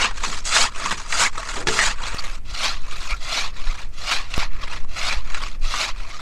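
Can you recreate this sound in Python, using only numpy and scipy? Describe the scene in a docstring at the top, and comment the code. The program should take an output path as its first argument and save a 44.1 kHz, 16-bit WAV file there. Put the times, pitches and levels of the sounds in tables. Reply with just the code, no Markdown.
"""A loud rasping push, then a lighter rattling pull, about every 0.7 s: a long hand saw cuts lake ice.
The first strokes sound close, the later ones farther off and duller. Cracks, squeaks, boot thuds, gear
knocks on a trailer, soft pops, wind rumble and faint hiss join in.
The rasp is noise made of tiny ice chips, sent through the echoes and resonances of the steel blade.
Cracks and thuds are dying noise, knocks add ringing sines, and the wind is slow shaped noise."""
import sys
import numpy as np
from scipy import signal
from scipy.fft import rfft, irfft
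from scipy.io import wavfile

SR = 44100
rng = np.random.default_rng(int(sys.argv[2]) if len(sys.argv) > 2 else 0)


def digitize_waveform(pressure):
    """Quantize a signal to 16-bit integers and store it at the path in sys.argv[1].

    Rows of a 2-D input are taken as channels; values are limited to [-1, 1].
    """
    field = np.atleast_2d(pressure).T
    bounded = np.clip(field, -1, 1)
    quanta = np.round(bounded * 32767).astype(np.int16)
    wavfile.write(sys.argv[1], SR, quanta)


N = 273840
TIME = np.arange(N) / SR  # seconds

# The saw is pushed down. Each row: start in seconds, speeding up in seconds, slowing down in seconds,
# relative level in dB, swell from the ends in dB, deep crunch in dB, hiss of fine chips in dB.
PUSH_STROKES = [(-0.161, 0.19, 0.099, -18, 18, 5.5, -7), (0.438, 0.18, 0.088, -16.5, 12.5, 1, -2.5),
                (1.08, 0.15, 0.083, -15.5, 18, 4, -0.5), (1.655, 0.2, .11, -18, 14, 3, -3),
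                (2.434, 0.22, 0.18, -21, 32, -0.5, -9.5), (3.184, .206, 0.14, -21, 21, -0.5, -10),
                (3.906, 0.21, 0.23, -22.5, 33.5, 0.5, -9), (4.28, 0.13, 0.089, -25, 19, 3, -9),
                (4.87, 0.22, 0.17, -23, 27.5, 2, -9), (5.608, 0.23, .105, -22, 17, -0.5, -9.5)]
# The saw is pulled back up. Each row has the same columns as a push.
PULL_STROKES = [(0.111, 0.21, 0.13, -30, 11.3, 1.9, -3), (0.675, 0.17, 0.34, -26.5, 20.3, 4.6, -3),
                (1.299, 0.3, 0.07, -29, 6.3, 5.7, -1), (1.935, .133, 0.34, -30, 11, 6.5, -3),
                (2.765, 0.34, 0.11, -32, 11.5, 1.8, -6), (3.514, 0.2, 0.17, -36, 3.9, 2.8, -8.5),
                (4.445, 0.32, 0.095, -32.5, 18, 5.6, -9.5), (5.198, .202, 0.19, -33.5, 10, 4.4, -8),
                (5.917, 0.39, .25, -38.5, 2, 1.3, -9)]
# The teeth dig in suddenly and work free. Each row: start in seconds, dB over the stroke, length in seconds.
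TEETH_DIGS = [(0.231, 9, 0.075), (0.364, 7, 0.045), (0.523, 2, .11), (0.906, 11.5, 0.039),
              (0.994, 7.5, 0.033), (1.205, 3, 0.063), (1.374, 3, 0.074), (1.793, 0.5, 0.043),
              (3.12, 0, 0.086), (4.106, 5, 0.074), (4.61, 6, 0.051), (4.957, 5, 0.091), (5.871, 3.5, 0.073)]
# Colour of the close rasp. Each row: frequency in Hz, relative level in dB per Hz.
CLOSE_COLOUR = [(94, -14), (160, -7), (357, -6), (524, -4), (599, -6.5), (659, 1), (783, -8), (879, 2.5),
                (1150, 3.5), (2990, -2), (4920, -1), (5410, -5), (6810, -7), (8090, -11.5), (15500, -50.5)]
# Colour of the rasp farther off. Each row: frequency in Hz, relative level in dB per Hz.
FAR_COLOUR = [(120, -48), (200, -10.5), (420, -11.5), (530, -5), (660, -3.5), (800, -6), (1100, 1.5),
              (1400, -0.5), (1540, -5), (1700, -3), (2420, -0.5), (2950, -5), (4400, -3.5), (6470, -11.5),
              (15500, -43)]
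# Resonances of the steel blade. Each row: frequency in Hz, width in Hz, relative level in dB.
BLADE_MODES = [(955, 60, -2), (1125, 50, 4), (1235, 60, 4), (1375, 50, 1), (1690, 60, -2), (1920, 60, -2),
               (2290, 80, 0), (2435, 40, 3), (2580, 50, 3), (2790, 70, 0), (3340, 70, 0), (4050, 220, 0),
               (6710, 25, 7), (6850, 55, 7), (7372, 35, 3), (7950, 100, 7), (9150, 300, 1), (11100, 400, 1)]
# A tooth catches hard and breaks out a chip. Each row: start in seconds, relative peak in dB,
# pitch in Hz, time to fade by 60 dB in seconds.
TOOTH_CATCHES = [(0.109, -18, 1090, 0.055), (0.173, -21.5, 1040, 0.029), (0.236, -11, 2370, .06),
                 (0.452, -13, 6850, 0.22), (0.522, -9, 1850, 0.047), (0.564, -2, 1120, .09),
                 (0.759, -18.5, 1230, .044), (0.917, -12.5, 1260, 0.056), (1.124, -7, 1760, 0.033),
                 (1.204, -7, 2700, .03), (1.79, 0, 1550, .03), (2.066, -17, 2160, .05),
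                 (2.19, -16, 1200, 0.041), (2.911, -18, 2430, 0.035), (4.339, -11, 2750, 0.029),
                 (4.552, -29, 1290, .035), (4.729, -25, 2400, 0.066), (4.846, -26, 760, 0.021),
                 (5.345, -9, 1710, 0.053), (5.409, -22, 1140, .054), (5.739, -7.5, 1122, 0.056)]
# The blade binds in the slot and squeaks. Each row: middle in seconds, peak in dB, pitch in Hz,
# length in seconds.
BLADE_SQUEAKS = [(0.03, -14.5, 2780, 0.089), (1.267, -14.5, 2180, 0.032), (1.816, -11.5, 1874, .09),
                 (2.193, -21, 4470, 0.027), (3.12, -20, 2320, 0.06), (3.145, -24.5, 1380, 0.047),
                 (4.432, -29, 2420, 0.034), (5.108, -15.5, 2400, .05)]
# Gear knocks on the trailer. Each row: start in seconds, relative peak in dB.
GEAR_KNOCKS = [(1.671, 1.5), (1.685, 4.5)]
# The trailer rings. Each row: frequency in Hz, relative level in dB, time to fade by 60 dB in seconds.
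TRAILER_MODES = [(185, -20, .2), (388, -15.5, .4), (445, -20, .4), (680, -21, .1), (900, -14, .06),
                 (1400, -10, .04), (1720, -12, .04), (2400, -13, .03), (3350, -12, .03)]
# Boots and shifting weight. Each row: start in seconds, peak in dB, pitch in Hz.
BOOT_THUDS = [(0.271, -31, 204), (0.831, -31.5, 192), (.92, -34.5, 170), (1.56, -23.5, 360),
              (1.685, -27, 179)]
# The sound jumps with a soft pop. Each row: start in seconds, peak in dB.
SOFT_POPS = [(2.146, -18.5), (4.3795, -9.5)]
# Strength of the wind on the microphone. Each row: time in seconds, level between 30 and 110 Hz in dB.
WIND_STRENGTH = [(0, -38.5), (1.3, -43.5), (1.7, -39), (4.1, -41.5), (4.5, -37.5), (5.1, -38),
                 (6.21, -41.5)]
# Colour of the wind rumble. Each row: frequency in Hz, relative level in dB per Hz.
WIND_COLOUR = [(1, -5.5), (4, 2.5), (10, -5), (20, -10.5), (32, -20.5), (50, -28), (80, -33), (150, -43.5),
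               (300, -53), (900, -65)]
# Eddies buffet the microphone. Each row: middle in seconds, peak in dB, frequency in Hz.
WIND_BUFFETS = [(2.524, -22, 42), (3.13, -15.5, 33), (3.686, -9.5, 19.3), (5.178, -19, 38),
                (5.645, -10.5, 17.7)]
# Colour of the open air. Each row: frequency in Hz, relative level in dB per Hz.
AIR_COLOUR = [(88, 1), (150, 21), (445, 14), (1320, 6), (1540, 7), (2360, 8), (4220, -7), (9000, -7),
              (15500, -16)]

FAR_FROM_S = 2.146  # from here on the rasp has its far colour
# the blade gets going and comes to rest; roundness 1 is a pointed swell, 2 a rounded one
PUSH_ATTACK_S, PUSH_RELEASE_S, PUSH_ROUNDNESS = 0.026, 0.051, 1.324
PULL_ATTACK_S, PULL_RELEASE_S, PULL_ROUNDNESS = 0.065, 0.07, 0.91
# a blade deep in the ice crunches more and hisses less; slow teeth break coarser chips
DEPTH_CRUNCH_DB, DEPTH_HISS_DB, SLOW_CRUNCH_DB = 1.5, -3.5, 2
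TURN_DB = -63  # loose crumbs keep grating in the slot while the saw turns round
DIG_ATTACK_S = 0.0073
SNAGS_PER_S, SNAG_DB, SNAG_T60_S = 7, 12, 0.029  # chance snags; their dB is relative to the pull
THUD_T60_S = 0.49
AIR_DB = -54.5
CUTOFF_HZ = 15650


def from_db(db):
    """Turn decibels into a gain."""
    return 10 ** (np.asarray(db) / 20)


def rms(x):
    """Average strength of a sound (root mean square)."""
    return np.sqrt(np.mean(x ** 2) + 1e-20)


def filtered(x, hz, kind, order=2):
    """Butterworth filter that only looks back in time."""
    sections = signal.butter(order, np.minimum(hz, .45 * SR), kind, fs=SR, output="sos")
    return signal.sosfilt(sections, x + 1e-18)


def coloured(x, spectrum):
    """Shape a sound by a table of frequencies and levels."""
    hz, db = np.transpose(spectrum)
    bins = np.fft.rfftfreq(N, 1 / SR) + 1e-3
    level_db = np.interp(np.log(bins), np.log(hz), db, left=-120, right=-120)
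    return irfft(rfft(x) * from_db(level_db), N)


def band(x, low, high):
    """Keep the part between two frequencies, with soft edges."""
    bins = np.fft.rfftfreq(N, 1 / SR) + 1e-3
    below_high = 1 / (1 + (bins / high) ** 12)
    below_low = 1 / (1 + (bins / low) ** 12)
    return irfft(rfft(x) * (below_high - below_low), N)


def drift(per_s):
    """Smooth random wandering around 0 with spread 1."""
    # made at a fortieth of the sample rate; the filter's start is dropped
    smoother = signal.butter(2, min(per_s, SR / 90), fs=SR / 40, output="sos")
    slow = signal.sosfilt(smoother, rng.standard_normal(N // 40 + 502))[500:]
    return np.interp(np.arange(N) / 40, np.arange(len(slow)), slow / rms(slow))


def resonate(x, hz, width_hz):
    """One resonance, with gain 1 at its top."""
    r = np.exp(-np.pi * width_hz / SR)
    feedforward = np.array([1, 0, -1]) * (1 - r * r) / 2
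    feedback = [1, -2 * r * np.cos(2 * np.pi * hz / SR), r * r]
    return signal.lfilter(feedforward, feedback, x + 1e-18)


def burst(t60):
    """Half a second of noise that fades by 60 dB in the given time."""
    age = TIME[:SR // 2]
    return rng.standard_normal(len(age)) * from_db(-60 * np.minimum(age / t60, 4))


def add(out, s, sound, peak_db):
    """Lay a sound into a track at its time and peak level."""
    start = max(round(s * SR), 0)
    scaled = from_db(peak_db) * sound / np.abs(sound).max()
    out[start:start + len(sound)] += scaled[:N - start]


def saw(push, pull, push_db, pull_db, splinter_db, judder_db):
    """On the push the teeth cut densely and damp the blade; on the pull they skip and let it ring."""
    push_gain, down, *push_bite = push
    pull_gain, up, *pull_bite = pull
    force = np.sqrt(push_gain ** 2 + pull_gain ** 2 + from_db(TURN_DB) ** 2)
    pushing = (push_gain / force) ** 2  # 1 on the push, 0 on the pull
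    depth = pushing * down - (1 - pushing) * up
    crunch_db, hiss_db = pushing * np.array(push_bite) + (1 - pushing) * np.array(pull_bite)
    crunch_db = crunch_db + DEPTH_CRUNCH_DB * depth + SLOW_CRUNCH_DB * np.abs(depth)
    hiss_db = hiss_db + DEPTH_HISS_DB * pushing * down

    cut = chips(per_s=5000, size_db=1.0, clump_db=1.5, clumps_per_s=36, powder=0.62)
    # now and then a larger splinter snaps off
    splinters = chips(per_s=220, size_db=2.5, clump_db=0.0, clumps_per_s=17, powder=0.13)
    cut = cut + from_db(splinter_db) * resonate(splinters, hz=2370, width_hz=2500)
    cut = shortening(cut, (depth + 1) / 2, long_s=.0015, short_s=.0008, echo=.33)
    cut = blade(cut, ring_db=-11)

    skip = chips(per_s=2400, size_db=2.5, clump_db=2.5, clumps_per_s=56, powder=1.0)
    skip = blade(skip, ring_db=-10.5)
    # the unloaded blade judders against the sides of the slot
    skip = skip * from_db(judder_db * drift(per_s=17.8))

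    push_scrape = np.sqrt(pushing) * from_db(push_db) * cut / rms(cut)
    pull_scrape = np.sqrt(1 - pushing) * from_db(pull_db) * skip / rms(skip)
    # the light pull is patchier than the steady push
    scrape = lumpy(push_scrape + pull_scrape, patchy_db=3.6 - 1.0 * pushing, bites_per_s=30, count=44)
    close = voiced(scrape, CLOSE_COLOUR, crunch_db, hiss_db)
    far = voiced(scrape, FAR_COLOUR, crunch_db, hiss_db)
    return force * from_db(digging()) * np.where(TIME < FAR_FROM_S, close, far)


def strokes(rows, attack_s, release_s, roundness):
    """Each stroke swells and slows again: gives its gain, travel (-1 to 1), crunch dB and hiss dB."""
    gain, weight, state = np.zeros(N), np.full(N, 1e-9), np.zeros((3, N))
    for start, rise_s, fall_s, db, swell_db, crunch_db, hiss_db in rows:
        fastest = start + rise_s
        end = fastest + fall_s
        now = (TIME >= start) & (TIME < end)
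        t = TIME[now]
        travel = np.interp(t, [start, fastest, end], [-1, 0, 1])
        moving = np.minimum((t - start) / attack_s, 1) * np.minimum((end - t) / release_s, 1)
        swell = from_db(db - swell_db * np.abs(travel) ** roundness)
        gain[now] = np.hypot(gain[now], moving * swell)
        # strokes that overlap share their travel and colour
        weight[now] += moving
        state[:, now] += [moving * travel, moving * crunch_db, moving * hiss_db]
    return gain, *(state / weight)


def digging():
    """Extra force in dB: each dig grips at once and eases off over its length."""
    extra_db = np.zeros(N)
    for s, db, length in TEETH_DIGS:
        grip = np.clip((TIME - s) / DIG_ATTACK_S, 0, 1)
        extra_db += db * grip * np.clip(1 - ((TIME - s) / length) ** 2, 0, 1)
    return extra_db


def chips(per_s, size_db, clump_db, clumps_per_s, powder):
    """Tiny fractures of uneven size over a powdery hiss, in clumps as the teeth grip and slip."""
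    sizes = from_db(size_db * np.minimum(rng.exponential(1, N), 4)) * rng.choice([-1, 1], N)
    grains = sizes * (rng.random(N) < per_s / SR)
    mix = grains / rms(grains) + powder * rng.standard_normal(N)
    return mix * from_db(clump_db * drift(clumps_per_s))


def shortening(x, depth, long_s, short_s, echo):
    """Waves bounce along the free steel; it shortens as the saw sinks, so its overtones glide up."""
    lag = SR * (long_s + (short_s - long_s) * depth ** 2)
    n = np.arange(N)
    return x + sum(echo ** k * np.interp(n - k * lag, n, x) for k in (1, 2, 3))


def blade(x, ring_db):
    """The scraping plus the ringing steel, whose modes come and go as the contact moves along it."""
    ring = np.zeros(N)
    for hz, width, db in BLADE_MODES:
        ring += from_db(db + 3.5 * drift(per_s=12.0)) * resonate(x, hz, width)
    return x + from_db(ring_db) * ring


def lumpy(x, patchy_db, bites_per_s, count):
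    """Every bite breaks chips of another size, so each narrow band swells and fades by itself."""
    # neighbouring bands overlap as triangles and are narrower at low pitch
    place = np.sqrt(np.fft.rfftfreq(N, 1 / SR) / CUTOFF_HZ) * count
    whole, out = rfft(x), np.zeros(N)
    for k in range(count + 1):
        part = irfft(whole * np.maximum(1 - np.abs(place - k), 0), N)
        out += part * from_db(patchy_db * drift(bites_per_s))
    return out


def voiced(scrape, colour, crunch_db, hiss_db):
    """Deep bites crunch, shallow quick ones hiss; the bands share the force of the stroke."""
    x = coloured(scrape, colour)
    crunch, rasp, hiss = band(x, 50, 2800), band(x, 2800, 6000), band(x, 6000, SR)
    deep, fine = from_db(crunch_db), from_db(hiss_db)
    mix = deep * crunch / rms(crunch) + rasp / rms(rasp) + fine * hiss / rms(hiss)
    return mix / np.sqrt(deep ** 2 + 1 + fine ** 2)


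def catches(pull_gain, level_db, width_share, top_hz):
    """A snagged tooth lets go with a short crack that jolts the blade."""
    # besides the listed catches, chance snags follow the strength of the pull
    chance = rng.random((N // 400, 2))
    moments = np.linspace(0, TIME[-1], len(chance), endpoint=False)
    snags = []
    for s, (luck, pitch) in zip(moments, chance):
        if luck < SNAGS_PER_S * TIME[-1] / len(chance):
            pull_db = 20 * np.log10(np.interp(s, TIME, pull_gain) + 1e-6)
            snags.append((s, SNAG_DB + pull_db, 1000 + 1700 * pitch, SNAG_T60_S))
    out = np.zeros(N)
    for s, db, hz, t60 in [*TOOTH_CATCHES, *snags]:
        crack = filtered(resonate(burst(t60), hz, width_share * hz), 380, "high")
        add(out, s, filtered(crack, top_hz, "low", order=6), db + level_db)
    return blade(out, ring_db=-5.0)


def squeaks(width_share):
    """Irregular stick and slip drives one narrow resonance for a moment."""
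    out = np.zeros(N)
    for s, db, hz, length in BLADE_SQUEAKS:
        slips = rng.standard_normal(SR // 4)
        tone = resonate(resonate(slips, hz, width_share * hz), hz, width_share * hz)
        tone = tone[-int(length * SR):]  # the end, where the resonance is fully going
        add(out, s - length / 2, tone * np.hanning(len(tone)), db)
    return out


def trailer(crack_db, ring_db):
    """Hard knocks, each a crack of noise and the dying ring of the frame."""
    cracks, blows = np.zeros(N), np.zeros(N)
    for s, db in GEAR_KNOCKS:
        crack = filtered(burst(t60=0.058), [350, 5500], "band", order=1)
        add(cracks, s, filtered(crack, 7000, "low", order=4), db + crack_db)
        add(blows, s, np.ones(1), db + ring_db)
    age = TIME[:SR // 2]
    ring = sum(from_db(db - 60 * age / t60) * np.sin(2 * np.pi * hz * age) for hz, db, t60 in TRAILER_MODES)
    return cracks + signal.fftconvolve(blows, ring)[:N]


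def thuds(width_share):
    """Soft heavy contacts give a short dull boom."""
    out = np.zeros(N)
    for s, db, hz in BOOT_THUDS:
        boom = resonate(burst(THUD_T60_S), hz, width_share * hz)
        add(out, s, filtered(boom, 1450, "low"), db)
    return out


def pops(fade_s):
    """The sound jumps with a soft pop that dies away."""
    out = np.zeros(N)
    for s, db in SOFT_POPS:
        add(out, s, np.exp(-TIME[:SR // 2] / fade_s), db)
    return out


def wind(swell_cycles):
    """Slow eddies at the microphone, with a few single buffets of pressure."""
    gust_s, gust_db = np.transpose(WIND_STRENGTH)
    eddies = coloured(rng.standard_normal(N), WIND_COLOUR)
    out = from_db(np.interp(TIME, gust_s, gust_db)) * eddies / rms(band(eddies, 30, 110))
    for s, db, hz in WIND_BUFFETS:
        cycles = (TIME - s) * hz
        swell = np.exp(-np.minimum((cycles / swell_cycles) ** 2, 50))
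        out += from_db(db) * np.cos(2 * np.pi * cycles) * swell
    return out


def open_air():
    """The faint even hiss of the open lake: steady shaped noise."""
    air = coloured(rng.standard_normal(N), AIR_COLOUR)
    return from_db(AIR_DB) * air / rms(air)


def scene():
    """Everything reaches one microphone directly: the flat ice gives no reverberation."""
    push = strokes(PUSH_STROKES, PUSH_ATTACK_S, PUSH_RELEASE_S, PUSH_ROUNDNESS)
    pull = strokes(PULL_STROKES, PULL_ATTACK_S, PULL_RELEASE_S, PULL_ROUNDNESS)
    sawing = saw(push, pull, push_db=1.0, pull_db=1.85, splinter_db=-3.5, judder_db=1.28)
    cracking = catches(pull[0], level_db=-6.5, width_share=0.56, top_hz=8360)
    squeaking = squeaks(width_share=.12)
    knocks_and_boots = trailer(crack_db=-10.5, ring_db=-11) + thuds(width_share=0.69)
    background = pops(fade_s=0.11) + wind(swell_cycles=0.59) + open_air()
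    return (sawing + cracking + squeaking + knocks_and_boots + background)[None]


def record(dry):
    """A steep low-pass filter removes the very top of the treble."""
    return signal.sosfilt(signal.ellip(12, .1, 90, CUTOFF_HZ, fs=SR, output="sos"), dry)


dry = scene()
out = record(dry)
digitize_waveform(out)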